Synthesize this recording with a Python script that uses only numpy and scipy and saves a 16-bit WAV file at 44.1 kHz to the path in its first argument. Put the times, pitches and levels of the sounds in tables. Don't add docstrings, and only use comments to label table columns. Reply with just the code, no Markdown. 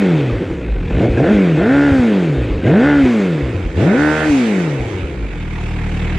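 import sys
import numpy as np
from scipy import signal
from scipy.fft import rfft, irfft, next_fast_len
from scipy.io import wavfile
from scipy.ndimage import uniform_filter1d, map_coordinates

SR = 44100
rng = np.random.default_rng(int(sys.argv[2]) if len(sys.argv) > 2 else 0)


def file_out(sig):
    cols = np.atleast_2d(sig).T
    lim = np.clip(cols, -1, 1)
    pcm = np.round(lim * 32767).astype(np.int16)
    wavfile.write(sys.argv[1], SR, pcm)


def gain_from_db(level_db):
    decades = np.asarray(level_db, float) / 20
    return 10 ** decades


N = 272538

# (time [s], firing rate [Hz])
FIRING_RATE = [
    [(0, 207.4), (.05, 189.5), (.15, 156.7), (.29, 121.6), (.46, 90.2), (.6, 63.8), (.7, 51.86),
     (.81, 43.1), (.89, 38.82)],
    [(.91, 42), (.95, 50.4), (1.0, 86.5), (1.03, 110.6), (1.06, 119.9), (1.15, 113.7)],
    [(1.19, 120.8), (1.24, 157.8), (1.29, 195), (1.32, 216.7), (1.34, 212), (1.44, 182.6), (1.56, 147.8)],
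    [(1.58, 154.3), (1.63, 198.9), (1.7, 262), (1.75, 282.5), (1.86, 287), (1.91, 278), (1.99, 256.4),
     (2.2, 181.7), (2.62, 83.2)],
    [(2.635, 88.4), (2.68, 127.4), (2.77, 210.8), (2.86, 290.3), (2.89, 292.8), (2.99, 283.5),
     (3.11, 238.6), (3.49, 121.8), (3.74, 68.9)],
    [(3.755, 70), (3.87, 168.4), (3.94, 231.5), (3.99, 286.6), (4.03, 299.7), (4.2, 311.7), (4.29, 306),
     (4.41, 246.7), (4.92, 102.5)],
    [(5.13, 66.2), (5.3, 45.6), (5.4, 39.9), (5.51, 38.73), (6.18, 38.66)],
]
# (opening time [s], held [s], closing [s], opening [0-1])
GRIP_TWISTS = [
    (0.888, .14, 0.065, 0.73),
    (1.163, 0.13, 0.024, 0.73),
    (1.568, 0.26, 0.29, 0.79),
    (2.626, 0.27, 0.14, 0.9),
    (3.755, 0.448, 0.1, .97),
]
OPENING_S = 0.019
# (time [s], half length [s], loss [dB])
MISFIRES = [(.55, 0.17, 10), (0.893, 0.039, 24), (1.005, 0.013, 14), (1.12, 0.19, 8), (1.26, .03, 15),
            (1.316, .015, -5), (1.625, 0.075, 7.5), (2.637, 0.017, 19), (3.542, 0.033, -1),
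            (3.724, 0.023, 10), (4.183, 0.08, 17), (5.154, 0.017, 21)]

# (firing rate [Hz], level [dB])
TONE_SHUT = [(39.5, -22.5), (52, -20), (70, -21), (100, -26.5), (155, -15.5), (210, -13), (285, -7.5),
             (303, -10)]
TONE_OPEN = [(45, -14), (90, -11), (130, -11.5), (230, -11.5), (275, -12.5), (291, -14), (303, -13),
             (311, -20)]
# (firing rate [Hz], level [dB])
OCTAVE = [(39.5, -30.5), (44, -53)]
TONE_LAG, OCTAVE_LAG = 0.46, 0.45
# (firing rate [Hz], silencer [dB], pipe [dB], intake [dB], clatter [dB], gas hiss [dB])
LEVELS_SHUT = [(38.16, -28, -36, -44.5, -47.5, -63), (44.56, -29.5, -34, -41.5, -49.5, -69),
               (63.6, -27.5, -29.5, -41.5, -49.5, -65), (101.3, -24, -25, -38.5, -43, -58),
               (201, -28.5, -18, -28.5, -36.5, -50), (260, -19.5, -24.5, -29.5, -35.5, -47)]
LEVELS_OPEN = [(51.6, -19, -23, -34.5, -44, -62), (124, -18, -17, -29, -37.5, -53.5),
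               (242, -27, -17.5, -24, -40, -55), (303.6, -18, -22.5, -18, -39, -51.5),
               (317.6, -20.5, -20, -22, -32, -47.5)]
# (firing rate [Hz], alternate cylinders differ [0-1],
# one cylinder leads [0-1], scatter of firings [0-1], turbulence share [0-1])
BURN_SHUT = [(40, .04, .25, .1, .58), (46, .3, .2, .35, .5), (100, .5, .3, .5, .55),
             (128, .9, .4, .22, .32), (200, .9, .55, .12, .24), (280, .9, .55, .12, .25)]
BURN_OPEN = [(60, .12, .12, .14, .27), (125, .15, .2, .15, .3), (245, .2, .25, .17, .33),
             (283, .7, .75, .07, .18), (300, .9, .7, .04, .1)]
STAGGER = 0.071

# (delay [s], level [dB])
CHAMBERS = [(0, -1.5), (.0072, -2), (0.0108, -3)]
# (pitch [Hz], width [Hz], level [dB])
PIPE = [(278, 95.5, 4), (351, 93, 5.5), (453.4, 102, 1.5), (595, 230, -11)]
# (pitch [Hz], width [Hz], level [dB])
AIRBOX = [(766, 123, 1), (970, 160, -1.5), (1090, 110, -1.5), (1243, 99, -1), (1407, 110, 6),
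          (1523, 122, 7), (1779.5, 81, 4), (2062, 110, -3), (2700, 230, -13)]
# (firing rate [Hz], level [dB])
GROWL = [(60, -39), (130, -19), (230, -23.5), (285, -28.5)]
# (pitch [Hz], width [Hz], level [dB])
CHAIN = [(2290, 260, 0)]
CHAIN_DB = -45

# (time [s], peak [dB], pitch [Hz], length [s])
THUMPS = [(0.32, -18.5, 51.4, 0.11), (0.506, -22, 43, 0.041), (1.094, -14, 55.3, 0.092),
          (1.141, -15, 89.3, 0.053), (1.337, -20.5, 63.6, 0.085), (1.606, -22.5, 72.2, 0.058),
          (1.781, -27, 80.5, 0.04), (1.917, -11.5, 94.5, 0.038), (1.993, -12.5, 90.5, 0.023),
          (2.369, -18, 61.8, 0.2), (2.501, -15, 48.6, 0.13), (2.575, -16, 71.3, 0.041),
          (2.957, -31, 58.36, 0.08), (3.037, -12.5, 79, 0.023), (3.424, -19, 66.4, 0.13),
          (3.544, -18, 95.6, 0.11), (3.646, -16, 46, 0.11), (4.3, -16, 80, 0.015),
          (4.795, -21.5, 58.3, 0.12), (4.861, -26, 101.5, 0.057), (4.948, -23, 102, 0.038),
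          (5.03, -19, 60, 0.06)]
# (time [s], peak [dB], pitch [Hz])
CRACKS = [(0.299, -15.5, 343), (1.171, -13, 425), (1.201, -5, 480), (2.622, -24, 463),
          (2.646, -18.5, 403.3), (2.665, -11.5, 540), (3.056, -1, 370), (3.776, -12, 336)]
# (time [s], peak [dB], pitch [Hz])
PLATE_SNAPS = [(0.2977, -21, 1190), (1.1731, -15, 1620), (2.621, -24, 1560), (2.644, -30, 1590),
               (2.6654, -15, 1614)]

# (frequency [Hz], density [dB per Hz])
CASES = [(450, -18), (700, 2), (1100, -5), (1500, -3.5), (2300, -3), (2900, -6.5), (3700, -4), (4500, -21),
         (6000, -47), (9000, -58)]
# (frequency [Hz], density [dB per Hz])
GAS_JETS = [(3000, -24.5), (4500, 4), (6000, -3.5), (7800, -11.5), (8800, -11.5), (10400, -13),
            (10900, -21.5), (13500, -24), (15200, -32)]
# (pitch [Hz], width [Hz], lift [dB])
COVERS = [(2166, 270, 2.5), (2573, 160, 3.5), (3675, 1180, -8), (6290, 570, 3), (7560, 1700, 11.5),
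          (10400, 600, 1.5)]
# (frequency [Hz], correlation [-1 to 1])
LIKENESS = [(500, 0.24), (1000, 1), (1500, 0.48), (2200, 0.68), (3200, 0.5), (4500, 0.51), (6000, -0.076),
            (8000, -0.36), (13000, 0.26)]
TWIST_DB = 1

# (time [s], level [dB])
GAIN = [(0, 0.6), (.3, 1.4), (.6, 2.7), (.9, 3.9), (1.3, 1.8), (1.8, 0.95), (2.2, -0.9), (2.6, 1.1),
        (2.9, 1.15), (3.3, -2.1), (3.7, -1.4), (4.1, -0.6), (4.5, -2.76), (4.9, -1.95), (5.25, 0.5),
        (5.5, -0.2), (6.18, 5)]
# (time [s], half length [s], loss [dB])
DUCKS = [(1.08, 0.052, 5.5), (1.22, .06, 3.5), (1.6, 0.022, 1.5), (2.75, .07, 2), (3.91, .04, 1)]
# (time [s], stereo [0-1])
STEREO = [(0, 0), (3.08, 0), (3.4, .4), (3.8, 1), (6.18, 1)]
STEREO_HISS_DB, STEREO_METAL_DB = 6, 3
# (frequency [Hz], left minus right [dB])
PORT_LEAN = [(60, -0.5), (120, 1), (230, 0.5), (440, 1.5), (870, -1.5), (1690, -6.5), (3290, -2)]
# (frequency [Hz], left leads [rad])
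PORT_LEAD = [(0, -1.165), (430, 0.25), (1210, -1.08), (1640, 0.33), (3450, 0.034)]


def engine():
    log_hz, = curves([(s, np.log(hz)) for blip in FIRING_RATE for s, hz in blip])
    hz = np.exp(log_hz)
    grip = np.clip(throttle(), 0, 1)
    turns = np.cumsum(hz) / SR
    stereo, = curves(STEREO)
    twist = 4 * grip * (1 - grip) * TWIST_DB
    silencer_db, pipe_db, intake_db, clatter_db, hiss_db = by_throttle(LEVELS_SHUT, LEVELS_OPEN, hz, grip)
    pair, lead, scatter, share = by_throttle(BURN_SHUT, BURN_OPEN, hz, grip)
    pulses = firings(turns, pair, lead, scatter, STAGGER * pair * (1 - grip), slip=0.07)
    gas = rng.standard_normal((4, N))

    boom = blend(silencer(pulses), silencer(gas[0]), scatter)
    boom = boom * gain_from_db(14.8 * (lead - pair))
    opening = np.clip((intake_db - clatter_db - 4.0) / 8, 0, 1)
    voice = firing_tone(turns, hz, grip, scatter)
    voice = voice + gain_from_db(silencer_db) * boom
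    voice = voice + gain_from_db(pipe_db + 1.5) * exhaust_pipe(pulses, gas[1], turns, share)
    voice = voice + gain_from_db(intake_db - 0.5) * opening * airbox(pulses, gas[2], turns, share)
    voice = voice + header_growl(gas[3], turns, hz, grip) + cam_chain(gas[3], hz, grip, stereo)

    ticks = 0.36 * np.sqrt(39 / hz)
    cases_db = clatter_db + 8.5 + STEREO_METAL_DB * stereo + 0.23 * twist + 0.49 * wobble(6)
    jets_db = hiss_db + STEREO_HISS_DB * stereo + twist + 2.0 + wobble(9)
    metal = gain_from_db(cases_db) * clatter(turns, CASES, ticks)
    metal = metal + (gain_from_db(jets_db) + gain_from_db(-76.0)) * clatter(turns, GAS_JETS, ticks / 2)
    return voice, metal


def throttle():
    t = np.arange(N) / SR
    opening = np.zeros(N)
    for s, held, closing, far in GRIP_TWISTS:
        opening += far * np.interp(t - s, np.cumsum([0, OPENING_S, held, closing]), [0, 1, 1, 0])
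    return opening


def firings(turns, pair, lead, scatter, stagger, slip):
    k = np.arange(int(turns[-1]) - 1) + 2
    luck = rng.standard_normal((len(k), 2))
    i = np.interp(k, turns, np.arange(N)).astype(int)
    odd_even = (-1.) ** k
    size = 1 + 0.5 * pair[i] * odd_even
    size = size + 0.77 * lead[i] * np.array([1, 0, -1, 0])[k % 4] + scatter[i] * luck[:, 0]
    late = slip * scatter[i] * luck[:, 1] + stagger[i] * odd_even
    late = late + slip * lead[i] * np.array([0.5, 6.5, 0.0, 3.0])[k % 4] / 4
    at = np.clip(np.interp(k + late, turns, np.arange(N)), 0, N - 2)
    i = at.astype(int)
    train = np.bincount(i, size * (1 - at + i), N) + np.bincount(i + 1, size * (at - i), N)
    return train - np.gradient(turns) * (1 + 2 * np.cos(2 * np.pi * turns))


def firing_tone(turns, hz, grip, scatter):
    tone_db = by_throttle(TONE_SHUT, TONE_OPEN, hz, grip)[0] - dips(MISFIRES)
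    level = np.sqrt(2) * gain_from_db(tone_db + 6.6 * scatter * wobble(33))
    tone = level * np.cos(2 * np.pi * (turns - TONE_LAG) + scatter * wobble(25))
    octave = np.sqrt(2) * gain_from_db(along(OCTAVE, hz)) * np.cos(4 * np.pi * (turns - OCTAVE_LAG))
    return tone + octave


def silencer(x):
    def response(hz):
        echoes = sum(gain_from_db(db) * np.exp(-2j * np.pi * hz * s) for s, db in CHAMBERS)
        return echoes / (1 + (hz / 220) ** 16) * hz ** 2 / (hz ** 2 + 50 ** 2) ** 1.2
    return filtered(x, response)


def exhaust_pipe(pulses, gas, turns, share):
    clean = band(resonant(pulses, PIPE), 202, 837)
    rush = band(resonant(gas * gate(turns, 0.18, 0.34), PIPE), 213, 627)
    return blend(clean, rush, 2.93 * share ** 2)


def airbox(pulses, gas, turns, share):
    clean = band(resonant(pulses, AIRBOX), 620, 2500)
    rush = band(resonant(gas * gate(turns, 0.6, 0.2), AIRBOX), 620, 2700)
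    return blend(clean, rush, 1.5 * share ** 2)


def header_growl(gas, turns, hz, grip):
    return grip * gain_from_db(along(GROWL, hz)) * steady(band(gas * gate(turns, 1.0, 0.25), 423, 707))


def cam_chain(noise, hz, grip, stereo):
    level = gain_from_db(CHAIN_DB + 2.3 * wobble(25)) * (1 - grip) * stereo * np.sqrt(hz / 150)
    return level * steady(resonant(resonant(noise, CHAIN), CHAIN))


def afterfire():
    out, t = np.zeros(N + SR), np.arange(SR // 4) / SR
    for s, db, hz, length in THUMPS:
        swell = np.sin(np.pi * np.clip(t / length, 0, 1) ** 0.27) ** 2
        out[round(s * SR):][:len(t)] += gain_from_db(db + 6.5) * swell * np.sin(2 * np.pi * hz * t)
    for s, db, hz in CRACKS + PLATE_SNAPS:
        decay = gain_from_db(db - 3.0 - 60 * t / 0.064) * (1 - np.exp(-t / 0.00027))
        out[round(s * SR):][:len(t)] += decay * np.sin(2 * np.pi * hz * t)
    return out[:N]


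def clatter(turns, spectrum, ticks):
    taps = 1 + ticks * np.cos(2 * np.pi * turns) + 0.04 * np.cos(np.pi * turns + 1.1)
    z = signal.stft(rng.standard_normal((2, N)) * taps, nperseg=512)[2]
    field = uniform_filter1d(rng.standard_normal(z.shape[1:]), size=5, axis=0)
    field = uniform_filter1d(field, size=8, axis=1)
    pair = signal.istft(z * gain_from_db(1.73 * field / field.std()), nperseg=512)[1][:, :N]

    def response(hz):
        angle = np.arccos(np.clip(along(LIKENESS, hz), -1, 1)) / 2
        lift = sum(db / (1 + (2 * (hz - c) / w) ** 2) for c, w, db in COVERS)
        return gain_from_db(along(spectrum, hz) + lift) * [np.cos(angle), np.sin(angle)]
    mid, side = filtered(pair, response)
    return np.array([mid + side, mid - side]) / np.std(mid)


def ground(x):
    t = np.arange(SR // 8) / SR
    tail = rng.standard_normal((2, len(t))) * gain_from_db(-60 * t / 0.36)
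    wet = signal.fftconvolve(x[None], tail / np.linalg.norm(tail[0]), axes=1)[:, :N]
    return filtered(wet, lambda hz: hz ** 2 / (hz ** 2 + 900 ** 2))


def gate(turns, depth, lag):
    return np.exp(depth * np.cos(2 * np.pi * (turns - lag)))


def blend(clean, noise, share):
    share = np.clip(share, 0, 1)
    return np.sqrt(1 - share) * steady(clean) + np.sqrt(share) * steady(noise)


def steady(x):
    power = uniform_filter1d(uniform_filter1d(x ** 2, size=SR // 10), size=SR // 10)
    return x / np.sqrt(np.abs(power) + 1e-12)


def by_throttle(shut, wide, hz, grip):
    return (1 - grip) * by_speed(shut, hz) + grip * by_speed(wide, hz)


def by_speed(rows, hz):
    f, *cols = np.transpose(rows)
    return np.array([np.interp(np.log(hz), np.log(f), c) for c in cols])


def curves(rows):
    s, *cols = np.transpose(rows)
    return [np.interp(np.arange(N) / SR, s, c) for c in cols]


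def along(points, hz):
    f, v = np.transpose(points)
    return np.interp(np.log(hz + 1), np.log(f + 1), v)


def dips(rows):
    t = np.arange(N) / SR
    return sum(db * np.clip(1 - np.abs(t - s) / length, 0, 1) for s, length, db in rows)


def wobble(rate):
    knots = rng.standard_normal(int(N * rate / SR) + 4)
    return map_coordinates(knots, [np.arange(N) * rate / SR])


def filtered(x, response):
    m = next_fast_len(N + SR // 2)
    return irfft(rfft(x, m) * response(np.fft.rfftfreq(m, 1 / SR)), m)[..., :N]


def resonant(x, modes):
    def response(f):
        total = 0
        for k, (c, w, db) in enumerate(modes):
            total = total + (-1) ** k * gain_from_db(db) * 1j * f * w / (c * c - f * f + 1j * f * w)
        return total
    return filtered(x, response)


def band(x, low_hz, high_hz):
    return signal.sosfilt(signal.butter(3, [low_hz, high_hz], "band", fs=SR, output="sos"), x)


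def scene():
    voice, metal = engine()
    gain = gain_from_db(curves(GAIN)[0])
    voice = gain * voice + afterfire()
    return voice + gain_from_db(-33.0) * ground(voice) + gain * gain_from_db(-dips(DUCKS)) * metal


def roll_off(x):
    return signal.sosfilt(signal.butter(12, 15150, fs=SR, output="sos"), x)


def record(dry):
    half = np.array([[.5], [-.5]])

    def ports(hz):
        shading = gain_from_db(along(PORT_LEAN, hz) * half) * np.exp(1j * along(PORT_LEAD, hz) * half)
        return shading * (1j * hz / (28 + 1j * hz)) ** 2
    left, right = filtered(dry, ports)
    mid, side = (left + right) / 2, (left - right) / 2
    side = curves(STEREO)[0] * side + gain_from_db(-4) * band(side, 11000, 15000)
    x = np.array([mid + side, mid - side])
    x = x / (1 + np.abs(x / 0.88) ** 4) ** (1 / 4)
    return roll_off(x)


dry = scene()
out = record(dry)
file_out(out)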